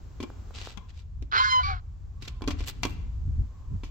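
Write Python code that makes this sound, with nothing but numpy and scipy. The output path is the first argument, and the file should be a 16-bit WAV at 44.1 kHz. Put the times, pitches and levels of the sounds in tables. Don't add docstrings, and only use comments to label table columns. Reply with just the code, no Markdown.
import sys
import numpy as np
from scipy import signal
from scipy.fft import rfft, irfft
from scipy.io import wavfile
from scipy.ndimage import uniform_filter1d

SR = 44100
rng = np.random.default_rng(int(sys.argv[2]) if len(sys.argv) > 2 else 0)


def transcribe(u):
    v = np.clip(np.atleast_2d(u).T, -1, 1)
    q = np.round(v * 32767).astype(np.int16)
    wavfile.write(sys.argv[1], SR, q)


N = 171990
T = np.arange(N) / SR


def undb(db):
    return 10 ** (np.asarray(db) / 20)


def unit(x):
    return x / np.sqrt(np.mean(x ** 2))


def curves(table):
    rows = np.array(table, float).T
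    return [np.interp(T, rows[0], col) for col in rows[1:]]


def gate(table):
    return uniform_filter1d(1. * ((T >= table[0][0]) & (T <= table[-1][0])), size=128)


def response(points, hz):
    f, db = np.array(points, float).T
    return undb(np.interp(np.log(hz + 1), np.log(f), db))


def colour(x, points):
    gain = unit(response(points, np.linspace(0, SR / 2, 4097)))
    cepstrum = irfft(np.log(gain))
    cepstrum[1:4096] *= 2
    cepstrum[4097:] = 0
    return signal.fftconvolve(x, irfft(np.exp(rfft(cepstrum))))[:N]


def noise():
    return rng.standard_normal(N)


def walk(rate):
    hold = max(int(SR / rate), 1)
    steps = np.repeat(noise()[:N // hold + 1], hold)
    return unit(uniform_filter1d(steps, hold)[:N])


def stereo_noise(points, spread):
    mid, side = colour(noise(), points), colour(noise(), points)
    return np.array([mid + spread * side, mid - spread * side]) / np.hypot(1, spread)


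def pan(db):
    return unit(undb(np.array([[db], [-db]]) / 2))


def hit(start, decay):
    out, i = np.zeros(N), int(start * SR)
    age = T[:min(N - i, SR // 4)]
    out[i:i + len(age)] = np.exp(-age / decay)
    return out


def echo(x, t60, dull_hz):
    age = T[:SR // 2]
    tail = rng.standard_normal((2, len(age))) * np.exp(-np.log(1000) * age / t60) * (age > .002)
    tail /= np.sqrt((tail ** 2).sum(1, keepdims=True))
    tail = signal.sosfilt(signal.butter(1, dull_hz, fs=SR, output="sos"), tail)
    return signal.fftconvolve(x, tail, axes=1)[:, :N]


# frequency in Hz, relative gain in dB.
YARD_EQ = [(100, 13), (300, 4), (600, -4), (1100, -4), (2000, -14.5), (3500, -17), (5500, -17.5),
           (7600, -17), (9000, -49.5), (12500, -30.5), (16000, -29.5)]
# time in seconds, level in dB.
YARD_FADER = [(0, -52.5), (.5, -50.5), (1.1, -62.5), (2.9, -56), (3.9, -56)]
def yard():
    return stereo_noise(YARD_EQ, spread=.78) * undb(curves(YARD_FADER)[0] + .41 * walk(11))


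# time in seconds, level in dB.
GUSTS = [(.6, -41), (1.08, -42), (1.23, -33), (1.3, -42), (1.73, -31), (1.82, -40.5), (2.38, -36.5),
         (2.6, -31.5), (2.74, -38.5), (3.1, -34), (3.42, -25.5), (3.49, -41.5), (3.65, -39.5),
         (3.73, -27.5), (3.8, -36.5)]
# frequency in Hz, relative gain in dB.
WIND_EQ = [(15, -12.5), (45, 3), (90, 0.5), (130, -12.5), (280, -38.5), (1000, -87.5)]
def wind():
    return pan(1.3) * stereo_noise(WIND_EQ, spread=.28) * undb(curves(GUSTS)[0])


# start in seconds, relative levels of thud, clack and tick in dB,
# tick decay in seconds, pan in dB.
STEPS = [(.203, -27.5, -43, -45.5, 0.015, 2), (.228, -34.5, -46, -35.5, 0.0039, 2),
         (.236, -27, -49, -38, 0.0009, 4), (.774, -79, -40.5, -38.5, 0.0033, 40),
         (1.224, -38, -66, -47.5, 0.0038, -2.5), (2.223, -43.5, -75, -40, 0.007, -3),
         (2.277, -45, -54, -53, 0.0057, -15), (2.42, -30.5, -41.5, -40.5, 0.0035, -4),
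         (2.44, -34, -44.5, -48, 0.0036, 12), (2.476, -22, -45, -28, 0.0051, 1),
         (2.483, -22, -35.5, -35, 0.0019, 0.5), (2.507, -45, -36.5, -36.5, 0.012, 3),
         (2.606, -35, -44.5, -39.5, 0.0044, 1), (2.833, -45, -30.5, -22.5, 0.0052, 1.5),
         (2.852, -23, -30.5, -24.5, 0.003, -1), (3.835, -39, -43.5, -48.5, 0.028, 0)]
# frequency in Hz, relative level in dB, T60 in seconds.
TRAY_MODES = [(255.7, -6.5, 0.32), (295.3, 5.5, 0.071), (342, 3.5, 0.12), (380, -22.5, 0.092),
              (580, -13, 0.11)]
# frequency in Hz, relative gain in dB.
CLACK_EQ = [(200, 16), (450, -0.5), (1000, 9.5), (2400, -7), (9000, -35.5)]
CLAW_EQ = [(600, -22), (2400, 4), (4200, -1), (6500, -4), (9800, -23.5), (13000, -20.5), (16000, -30)]
def foot_knocks():
    pushes, clacks, ticks = np.zeros((3, 2, N))
    grit = noise()
    scrape = stereo_noise([(100, .011), (16000, .006)], spread=1)
    for start, thud_db, clack_db, tick_db, tick_decay, pan_db in STEPS:
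        burst = hit(start, decay=.0088) * grit + 7 * hit(start, decay=1 / SR)
        pushes += pan(pan_db) * undb(thud_db) * hit(start, decay=.0013)
        clacks += pan(pan_db) * undb(clack_db) * burst
        ticks += pan(pan_db) * undb(tick_db) * hit(start, tick_decay) * scrape
    age = T[:SR // 2]
    tray = 0
    for hz, db, t60 in TRAY_MODES:
        mode = np.cos(2 * np.pi * hz * age) * np.exp(-np.log(1000) * age / t60)
        tray += undb(db) * mode * 2 * np.pi * hz / SR
    channels = []
    for push, clack, tick in zip(pushes, clacks, ticks):
        thud = undb(-8.5) * signal.fftconvolve(push, tray)[:N]
        channels.append(thud + colour(clack, CLACK_EQ) + wires(clack) + colour(tick, CLAW_EQ))
    return np.array(channels)


# frequency in Hz, relative level in dB.
WIRE_MODES = [(1040, -6), (2320, -4.5), (3260, -8)]
def wires(clack, t60=.023):
    age = T[:SR // 10]
    ring = sum(undb(db) * np.sin(2 * np.pi * hz * age) for hz, db in WIRE_MODES)
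    ring *= np.exp(-np.log(1000) * age / t60)
    return undb(-22) * signal.fftconvolve(clack, ring)[:N]


# start in seconds, level before the EQ in dB.
TOCK_CUES = [(.302, -25.5), (0.508, -28.5), (.673, -18.5), (2.41, -28)]
# frequency in Hz, relative gain in dB.
TOCK_EQ = [(150, 0.5), (450, 13.5), (1600, 5), (2200, -22.5)]
def tocks():
    clicks = sum(undb(db) * hit(start, decay=1 / SR) for start, db in TOCK_CUES)
    return colour(clicks, TOCK_EQ)


# peak time, rise and fall in seconds, level in dB, top-octave gain in dB.
BRUSH_CUES = [(0.566, 0.024, 0.065, -45, -13), (0.629, 0.028, 0.098, -46.5, -5),
              (0.899, 0.013, 0.013, -53.5, -10), (0.994, 0.05, 0.029, -58.5, -6),
              (2.24, 0.024, 0.061, -50.5, -2), (2.281, 0.0038, 0.0052, -33, -1.5),
              (2.512, 0.039, 0.011, -45.5, 1.5), (2.608, 0.029, 0.054, -49, -10),
              (2.683, 0.016, 0.026, -38, 11), (2.848, 0.022, 0.082, -54, 11.5)]
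# frequency in Hz, relative gain in dB.
FEATHER_EQ = [(300, -1.5), (700, -5), (1200, -2), (1800, -3), (2600, 1.5), (4200, 1), (6000, -5.5),
              (7800, -7.5), (9600, -29), (12500, -16), (16000, -26)]
def feathers(grain_db=4.5):
    barbs = stereo_noise(FEATHER_EQ, spread=.76) * unit(undb(grain_db * walk(500)))
    top = signal.sosfiltfilt(signal.butter(3, 8500, "high", fs=SR, output="sos"), barbs)
    out = 0
    for peak, rise, fall, db, top_db in BRUSH_CUES:
        from_peak = abs(T - peak) / np.where(T < peak, rise, fall)
        swell = np.exp(-np.minimum(from_peak, 10) ** 3.3)
        out += undb(db) * swell * (barbs + (undb(top_db) - 1) * top)
    return pan(.32) * out


# start and length in seconds, starting pitch in Hz, level in dB.
FOWL_CUES = [(0.733, 0.16, 1023, -59.5), (2.103, 0.43, 1112, -63), (3.426, 0.4, 1110, -64.5)]
def far_fowl(sag_per_s=.25, waver=.05):
    out = 0
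    for start, length, hz, db in FOWL_CUES:
        age = np.clip(T - start, 0, length)
        pitch = hz * (1 - sag_per_s * age + waver * walk(200))
        phase = 2 * np.pi * np.cumsum(pitch) / SR
        tone = np.sin(phase) + undb(-25.5) * np.sin(2 * phase)
        out += undb(db) * np.sin(np.pi * age / length) * tone
    return out


# time in seconds, pulses per second, level in dB,
# roughness (drives jitter and breath), treble gain in dB.
RASP_MOVES = [(1.316, 112, -38.5, .044, 10.5), (1.326, 130, -23.5, 0.036, -9.5),
              (1.352, 257, -19.5, .035, -3), (1.402, 270, -25.5, 0.05, 4), (1.428, 224, -36.5, 0.03, 10.5),
              (1.612, 220, -47, 0.062, 7.5), (1.645, 378, -45.5, .03, 15), (1.705, 430, -33.5, 0.028, 0.5),
              (1.8, 380, -51.5, 0.058, -6)]
# frequency in Hz, relative gain in dB.
RASP_EQ = [(200, -45.5), (420, -21), (560, -32), (800, -15), (1000, -10.5), (1400, 5.5), (1690, -8),
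           (1900, -14.5), (2650, -18.5), (4200, -14), (6300, -33), (9000, -67), (15000, -71.5)]
def rasp():
    hz, db, roughness, treble_db = curves(RASP_MOVES)
    breath = 19 * roughness
    rate = hz * (1 + 2 * roughness * walk(250)) * (T >= RASP_MOVES[0][0])
    cycles = np.cumsum(rate) / SR + .61
    sharpness = .8 * SR / hz
    pulses = np.sinc((cycles % 1 - .5) * sharpness) * np.sqrt(sharpness)
    puffs = 2 * np.exp(-((cycles + .5) % 1) / .5) * noise()
    airflow = pulses * np.sqrt(np.clip(1 - breath ** 2, 0, 1)) + breath * puffs
    voice = colour(airflow, RASP_EQ)
    treble = signal.sosfiltfilt(signal.butter(2, 2500, "high", fs=SR, output="sos"), voice)
    return (voice + (undb(treble_db) - 1) * treble) * undb(db) * gate(RASP_MOVES), cycles


# time in seconds, pitch in Hz, fundamental level in dB,
# overtone level before the throat in dB.
WHISTLE_MOVES = [(1.368, 1035, -66, -43.5), (1.378, 1046, -49, -21), (1.402, 1037, -19, -25.5),
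                 (1.424, 1059, -22.5, -29.5), (1.445, 1040, -34.5, -31), (1.483, 1064, -25, -29),
                 (1.502, 1027, -34.5, -24), (1.53, 1034, -22, -22.5), (1.562, 1017, -20, -25.5),
                 (1.598, 1021, -21, -35.5), (1.629, 996.5, -41, -48), (1.635, 1154, -30.5, -35.5),
                 (1.66, 1144, -27.5, -37), (1.715, 1137, -34, -46), (1.79, 1049, -65, -69)]
# frequency in Hz, gain in dB.
THROAT_EQ = [(2200, -6), (2700, 19.5), (3070, -9), (3420, -17.5), (4100, -14), (4550, -7), (5120, -19.5),
             (7200, -32), (9300, -53), (15000, -58.5)]
def whistle(rasp_cycles, jitter=.0045, flutter_db=3, pull_radians=.04):
    hz, fundamental_db, overtone_db = curves(WHISTLE_MOVES)
    phase = 2 * np.pi * np.cumsum(hz * (1 + jitter * walk(300))) / SR
    phase += pull_radians * np.sin(2 * np.pi * rasp_cycles)
    overtones = 0
    for k in range(2, 15):
        flutter = undb(flutter_db * walk(60.45))
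        overtones += response(THROAT_EQ, k * hz) * flutter * np.sin(k * phase)
    tone = undb(fundamental_db) * np.sin(phase) + undb(overtone_db) * overtones
    return np.sqrt(2) * (tone + undertones(hz / 5, phase / 5)) * gate(WHISTLE_MOVES)


# time in seconds, level before the EQ in dB.
UNDERTONE_FADER = [(1.39, -49.5), (1.448, -25.5), (1.51, -40.5), (1.62, -60)]
# frequency in Hz, gain in dB.
UNDERTONE_EQ = [(850, -39.5), (1450, 3), (1700, -1), (2100, -38.5), (4800, -18.5), (9000, -51)]
def undertones(hz, phase):
    partials = 0
    for k in range(2, 35):
        if k % 5:
            gain = response(UNDERTONE_EQ, k * hz) * undb(2 * walk(50))
            partials += gain * np.sin(k * phase + 2 * np.pi * rng.random() + walk(50) / 2)
    return partials * undb(curves(UNDERTONE_FADER)[0]) * gate(UNDERTONE_FADER)


# time in seconds, pitch in Hz, fundamental level in dB.
GROAN_MOVES = [(1.565, 728, -69.5), (1.585, 724, -52.5), (1.61, 722, -44), (1.64, 760, -69),
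               (1.69, 805.5, -36.5), (1.722, 759, -35), (1.81, 691, -75)]
# time in seconds, level against the fundamental in dB.
OCTAVE_FADER = [(1.62, 13), (1.72, -11)]
def groan(jitter=.0159):
    hz, db = curves(GROAN_MOVES)
    phase = 2 * np.pi * np.cumsum(hz * (1 + jitter * walk(300))) / SR
    octave = undb(curves(OCTAVE_FADER)[0]) * np.sin(2 * phase)
    tone = np.sin(phase) + octave + undb(-8) * np.sin(3 * phase)
    return np.sqrt(2) * tone * undb(db) * gate(GROAN_MOVES)


NEAR_T60_S, YARD_T60_S = .06, .65
# frequency in Hz, left minus right in dB.
SQUAWK_PAN = [(400, -1.5), (1000, 1.5), (1600, -5), (2100, 3.5), (3000, -3.5), (4200, -14.5), (5200, -6),
              (6500, -12.5), (12000, 17)]
def squawk(left_lag_s=.00039):
    rattle, cycles = rasp()
    spectrum = rfft(rattle + whistle(cycles) + groan())
    hz = np.fft.rfftfreq(N, 1 / SR)
    balance = response(SQUAWK_PAN, hz)
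    right = spectrum * np.sqrt(2 / (1 + balance ** 2))
    left = right * balance * np.exp(-2j * np.pi * hz * left_lag_s)
    direct = irfft(np.array([left, right]), N)
    near = undb(-17) * echo(direct, NEAR_T60_S, dull_hz=8540)
    return direct + near + undb(-32) * echo(direct, YARD_T60_S, dull_hz=3000)


# peak time and half-width in seconds, level in dB.
BUMP_CUES = [(2.901, 0.24, -44), (3.288, 0.02, -35), (3.40, 0.046, -37.5), (3.737, 0.029, -35)]
# frequency in Hz, relative gain in dB.
BUMP_EQ = [(60, -12.5), (120, 14), (250, -0.5), (360, -10.5), (550, -32.5), (1500, -71)]
def hand_bumps():
    swells = sum(undb(db) * np.exp(-((T - peak) / width) ** 2) for peak, width, db in BUMP_CUES)
    return pan(1.3) * stereo_noise(BUMP_EQ, spread=.59) * swells


def scene():
    contact = foot_knocks() + feathers()
    effects = contact + echo(contact, NEAR_T60_S, dull_hz=5000) / 2 + tocks() + far_fowl()
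    reverb = undb(-9.5) * echo(effects, YARD_T60_S, dull_hz=2380)
    return yard() + wind() + effects + reverb + squawk() + hand_bumps()


def record(dry, top_hz=16000):
    return signal.sosfilt(signal.ellip(8, .2, 70, top_hz, fs=SR, output="sos"), dry)


dry = scene()
out = record(dry)
transcribe(out)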